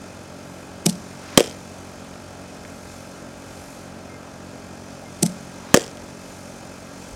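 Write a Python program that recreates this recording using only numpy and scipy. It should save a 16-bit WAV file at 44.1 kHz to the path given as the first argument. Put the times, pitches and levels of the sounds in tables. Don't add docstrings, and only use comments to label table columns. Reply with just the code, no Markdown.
import sys
import numpy as np
from scipy import signal
from scipy.fft import rfft, irfft, next_fast_len
from scipy.io import wavfile
from scipy.ndimage import uniform_filter1d, map_coordinates

SR = 44100
rng = np.random.default_rng(int(sys.argv[2]) if len(sys.argv) > 2 else 0)


def log_audio(samples):
    frames = np.atleast_2d(samples).T
    limited = np.clip(frames, -1, 1)
    pcm = np.round(limited * 32767).astype(np.int16)
    wavfile.write(sys.argv[1], SR, pcm)


def volts_from_decibels(level):
    exponent = np.asarray(level, float) / 20
    return 10 ** exponent


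N = 315315

# contact in seconds, crack in dB, body in dB.
HITS = [
    (1.3749, 2.5, 9),
    (5.7422, 2.5, 8.5),
]
# time in seconds, level of the leaves in dB.
GUSTS = [(0.0, -52), (0.88, -52.5), (1.04, -50), (1.37, -49.5), (2.41, -52.5), (2.95, -49.5), (3.27, -52.5),
         (3.68, -49), (3.98, -54.5), (5.16, -50.5), (6.21, -51), (6.35, -49.5), (6.91, -51), (7.15, -48.5)]


def unit(x):
    return x / np.sqrt(np.mean(x ** 2) + 1e-20)


def along(points, hz):
    f, v = np.transpose(points)
    return np.interp(np.log(hz + 1), np.log(f + 1), v)


def curves(rows):
    s, *cols = np.transpose(rows)
    return [np.interp(np.arange(N) / SR, s, c) for c in cols]


def wobble(rate):
    coarse = np.arange(0, N + 64, 64)
    knots = rng.standard_normal(int(N * rate / SR) + 4)
    return np.interp(np.arange(N), coarse, map_coordinates(knots, [coarse * rate / SR]))


def swell(s, db, rise_db_per_s, fall_db_per_s):
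    late = np.arange(N) / SR - s
    return volts_from_decibels(db + np.where(late < 0, rise_db_per_s, -fall_db_per_s) * late)


def filtered(x, response):
    m = next_fast_len(N + SR // 2)
    return irfft(rfft(x, m) * response(np.fft.rfftfreq(m, 1 / SR)), m)[..., :N]


def noise(spectrum, patchy_db):
    z = signal.stft(rng.standard_normal(N), nperseg=512)[2]
    field = uniform_filter1d(rng.standard_normal(z.shape), size=6, axis=0)
    field = uniform_filter1d(field, size=14, axis=1)
    x = signal.istft(z * volts_from_decibels(patchy_db * unit(field)), nperseg=512)[1][:N]
    return unit(filtered(x, lambda hz: volts_from_decibels(along(spectrum, hz))))


def ring(modes, attack):
    t = np.arange(SR // 2) / SR
    tones = sum(volts_from_decibels(db - 60 * t / t60) * np.sin(2 * np.pi * hz * t) for hz, db, t60 in modes)
    return (1 - np.exp(-t / attack)) ** 2 * tones


def squash(hz, lag, contact):
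    t = np.arange(SR // 2) / SR - lag
    onset = np.minimum((t + lag) / .0004, 1)
    return onset * np.sin(2 * np.pi * hz * t) * np.sin(np.pi * np.clip(t / contact, 0, 1)) ** 2


def blows(events, echoes, burst, colour, bodies, wet_db):
    # frequency in Hz, t60 in seconds.
    field_decay = [(150, 0.29), (600, 0.28), (2500, 0.45), (6000, 0.35), (14000, 0.39)]
    clock = np.arange(N) / SR
    envelope = np.zeros((2, N))
    strikes = np.zeros((2, N))
    for s, burst_db, body_db in events:
        for late, echo_burst_db, echo_body_db in echoes:
            arrival = s + late
            near = slice(round((arrival - .02) * SR), round((arrival + .05) * SR))
            bright = np.exp(-late / .05)
            pulse = volts_from_decibels(burst_db + echo_burst_db) * burst(clock[near] - s - late)
            envelope[:, near] += pulse * [[bright], [1 - bright]]
            strikes[int(late > 0), round(arrival * SR)] += volts_from_decibels(body_db + echo_body_db)

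    hiss = noise(colour, patchy_db=-1)
    dull = unit(filtered(hiss, lambda hz: 1 / (1 + (4000 / (hz + 1)) ** 2) / (1 + (hz / 6800) ** 4)))
    ringing = signal.fftconvolve(strikes, bodies, axes=1)[:, :N].sum(axis=0)
    close = envelope[0] * hiss + envelope[1] * dull + ringing

    hz, t, z = signal.stft(rng.standard_normal(SR // 2), SR, nperseg=256)
    tail = signal.istft(z * volts_from_decibels(-60 * t / along(field_decay, hz)[:, None]), SR, nperseg=256)[1]
    return close + volts_from_decibels(wet_db) * signal.fftconvolve(close, tail / np.linalg.norm(tail))[:N]


def engine():
    # multiple of the shaft rate, level in dB.
    exhaust = [(1, -15), (2, -1), (3, -1.5), (4, 2), (5, 1), (6, 1), (7, -5), (8, -9), (9, -5), (10, -14),
               (11, -9.5), (12, -5), (13, -3), (14, -7.5)]
    # frequency in Hz, width in Hz, level in dB.
    pipe = [(810, 240, -9.5), (1350, 164, -11), (1606, 127, -13)]
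    # frequency in Hz, level in dB, t60 in seconds.
    casing = [(2110, -16, .08), (2340, -12, .05), (2570, -16, .06), (4125, -23, .06), (4540, -23, .06),
              (5070, -16, .035), (5320, -23, .06), (6190, -23, .06), (6360, -17, .06), (7270, -23, .05),
              (8070, -24, .04), (10300, -24, .03), (9200, 0, .008), (11650, -8, .008), (13200, -13, .008)]
    # frequency in Hz, level in dB.
    hum_hz, hum_db = (53, -62.5)
    shaft_hz = 45.83
    turns = np.cumsum(shaft_hz * (1 + .0012 * wobble(3))) / SR + .23

    upper = []
    for k in range(15, 37):
        lift = sum(volts_from_decibels(db) / (1 + (2 * (k * shaft_hz - hz) / width) ** 2) for hz, width, db in pipe)
        upper.append((k, 20 * np.log10(lift)))
    drone = sum(volts_from_decibels(db + 1.47 * wobble(12)) * np.sin(2 * np.pi * (k * turns + rng.random()))
                for k, db in exhaust + upper)

    ticks = np.zeros(N)
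    for lag, db in [(0, 21), (.35, -26)]:
        at = np.flatnonzero(np.diff(np.floor(turns - lag)))
        ticks[at] = volts_from_decibels(db + 1.5 * rng.standard_normal(len(at)))
    clatter = unit(signal.fftconvolve(ticks, ring(casing, attack=0.00063))[:N])

    hum_tone = np.sqrt(2) * np.sin(2 * np.pi * hum_hz * np.arange(N) / SR)
    hum = volts_from_decibels(hum_db + 2.7 * wobble(4.46)) * hum_tone
    return volts_from_decibels(-41.5) * unit(drone) + volts_from_decibels(-5.5 + curves(GUSTS)[0]) * clatter + hum, turns


def traffic():
    # frequency in Hz, level in dB per Hz.
    roar = [(15, -47), (25, -30), (80, -1.5), (174, -4.5), (276, -3.5), (461, -6.5), (587, -3), (1010, -11),
            (1320, -11), (3210, -28), (6140, -31), (9200, -30), (15800, -44)]
    return volts_from_decibels(-43) * noise(roar, patchy_db=0.33)


def leaves(turns):
    # frequency in Hz, level in dB per Hz.
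    rustle = [(1060, -24), (1800, -2), (2210, -8.5), (2550, 2.5), (2730, -3.5), (3240, -4), (5540, -1),
              (6190, -0.5), (8560, -6), (9320, -9.5), (11000, -15.5), (13800, -23)]
    gust_db = curves(GUSTS)[0] + 1
    bright_db = 0.7 * (gust_db - gust_db.mean())
    ripple = rng.standard_normal(SR // 140)
    hiss = filtered(noise(rustle, patchy_db=.7), lambda hz: volts_from_decibels(2.2 * map_coordinates(ripple, [hz / 70])))
    tilt = filtered(hiss, lambda hz: np.log2((hz + 1) / 6000))
    hiss = hiss + bright_db * np.log(10) / 20 * tilt
    hiss = hiss * (1 + 0.14 * np.cos(2 * np.pi * turns))
    return volts_from_decibels(gust_db + 0.47 * wobble(12)) * hiss


def puffs():
    # middle in seconds, level in dB, half length in seconds.
    shakes = [
        (.55, -62, .15),
        (2.9, -61, .25),
        (3.66, -56, .16),
        (6.35, -59, .15),
    ]
    # frequency in Hz, level in dB per Hz.
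    dry_leaves = [(4000, -30), (7000, -2), (9500, 0), (13500, -6), (14500, -25)]
    clock = np.arange(N) / SR
    gain = sum(volts_from_decibels(db - 6 * ((clock - s) / half) ** 2) for s, db, half in shakes)
    return gain * noise(dry_leaves, patchy_db=1.5)


def machine():
    # release in seconds, scrape in dB, thump in dB.
    throws = [
        (0.8657, -10, -12),
        (5.2321, -12, -12),
    ]
    # delay in seconds, scrape in dB, thump in dB.
    throw_echoes = [(0, 0, 0), (.011, -44, -38), (0.025, -22, -3.5), (0.0327, -11, -24), (.041, -23, -33),
                    (.064, -29, -13.5), (.091, -33, -23)]
    # frequency in Hz, level in dB, t60 in seconds.
    frame_modes = [(135, -11, 0.065), (357, -15, 0.12), (458, -11, .08), (577, -13, 0.11), (698, -9, 0.085),
                   (848, -14, 0.09), (180.3, -11.5, 0.48), (213.2, -10, 0.47)]
    # frequency in Hz, level in dB per Hz.
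    scrape_colour = [(590, -53), (1000, -15), (2550, -6), (4230, -3), (5920, 3.5), (7120, -1.5), (8360, 4),
                     (11400, -4.5), (15800, -23)]
    grip = .008

    def scrape(t):
        gripped = (t > -.0108) * (volts_from_decibels(-6 * (t / 0.0036) ** 2) + volts_from_decibels(-23.5))
        released = volts_from_decibels(-60 * t / 0.0037) + volts_from_decibels(-23 - 60 * t / 0.067)
        return np.where(t < 0, gripped, released)

    tyre = squash(hz=178, lag=.0007, contact=.028)
    tyre = tyre + volts_from_decibels(-2) * squash(hz=340, lag=-.003, contact=.021)
    thump = tyre + np.roll(ring(frame_modes, attack=0.003), round(.002 * SR))
    bounce = squash(hz=194, lag=0.0002, contact=0.024)
    early = [(s - grip, scrape_db, thump_db) for s, scrape_db, thump_db in throws]
    return blows(early, throw_echoes, lambda t: scrape(t - grip), scrape_colour,
                 np.array([thump, bounce]), wet_db=-20)


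def swings():
    swing_db = [-40, -43]
    gain = sum(swell(hit[0], db, rise_db_per_s=54, fall_db_per_s=130) for hit, db in zip(HITS, swing_db))
    return gain * noise([(300, -21), (900, 4), (1600, 0.5), (2600, -6), (6000, -9), (9000, -60)], patchy_db=0.0)


def clacks():
    # start in seconds, peak in dB, frequency in Hz, t60 in seconds.
    knocks = [(1.29, -33, 2700, .008), (1.339, -35, 5700, .008), (2.139, -34, 4000, .005),
              (2.1395, -35, 2800, .005), (2.159, -33, 1700, .008), (2.1595, -36, 2300, .006),
              (4.63, -42, 2500, .004), (4.69, -40, 1500, .006), (2.6505, -30, 1600, .009),
              (2.6507, -31, 2200, .008), (2.6509, -35, 3300, .004), (2.68, -52, 2115, .3),
              (4.095, -47, 2115, .3), (4.14, -49, 2108, .3), (5.055, -49, 2115, .3)]
    out = np.zeros(N + SR)
    for s, db, hz, t60 in knocks:
        out[round(s * SR):][:SR // 2] += ring([(hz, db, t60)], attack=0.000067)
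    return out[:N]


def bat_echoes():
    # delay in seconds, crack in dB.
    chatter = [(.0017, -2), (.0031, -5), (.0048, -14), (.0065, -20), (.0128, -27), (.0243, -24)]
    # delay in seconds, crack in dB, body in dB.
    near_walls = [(0.0214, -16, -23.5), (.03, -13, -13.5), (.0382, -30, -25.5)]
    sheds = [.0533, .0642, .0673, .0762, .0856, .0968, .1013, .1215, .1366, .2296]
    posts = [.044, .049, .071, .089, .094, .1139, .1258, .1528, .1718, .2113]
    far = []
    for delays, db_at_60_ms in [(sheds, -29), (posts, -36)]:
        far += [(s, db_at_60_ms - 19 * np.log10(s / .06)) for s in delays]
    direct = [(0, 0, 0)]
    rattle = [(s, db, -np.inf) for s, db in chatter]
    return direct + rattle + near_walls + [(s, db, db - 9) for s, db in far]


def bat():
    # frequency in Hz, level in dB, t60 in seconds.
    barrel = [(226, -6.5, 0.016), (545, -4, 0.02), (715, -5.5, .025), (860, -10.5, 0.017),
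              (1250, -24, 0.035), (1418, -19, 0.02), (1887, -11, 0.017), (3094, -13, 0.011),
              (3750, -22, 0.035)]
    # frequency in Hz, level in dB per Hz.
    crack_colour = [(590, -28), (1000, -5), (1780, 4), (2050, -2.5), (3250, 2), (3860, -7), (5210, 1.5),
                    (8560, -1.5), (15800, -22)]

    def crack(t):
        return (t > 0) * (volts_from_decibels(-6 * (t / .0012) ** 2) + volts_from_decibels(-30 - 60 * np.abs(t) / .05))

    knock = squash(hz=455, lag=-.0007, contact=.0072)
    push = squash(hz=265, lag=-.0001, contact=.0068)
    push = push + volts_from_decibels(-1) * squash(hz=560, lag=.0003, contact=.0055)
    rebound = -volts_from_decibels(-16) * np.roll(knock, round(.0121 * SR))
    direct = push + rebound + ring(barrel, attack=0.00051)
    reflected = knock + volts_from_decibels(-2) * ring(barrel, attack=0.00091)
    return blows(HITS, bat_echoes(), crack, crack_colour, np.array([direct, reflected]), wet_db=-24)


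def buffet():
    gain = volts_from_decibels(-65) + swell(7.15, -42, rise_db_per_s=95, fall_db_per_s=0)
    flutter = noise([(18, -48), (45, 9), (90, -10), (300, -50)], patchy_db=1.0)
    return gain * volts_from_decibels(2.2 * wobble(12)) * flutter


def scene():
    motor, turns = engine()
    background = motor + traffic() + leaves(turns) + puffs()
    practice = machine() + swings() + bat()
    return (background + practice + clacks() + buffet())[None]


def top_cut(x):
    return signal.sosfilt(signal.butter(12, 15930, fs=SR, output="sos"), x)


def record(dry):
    clipped = np.clip(dry, -1, 1)
    return top_cut(clipped)


dry = scene()
out = record(dry)
log_audio(out)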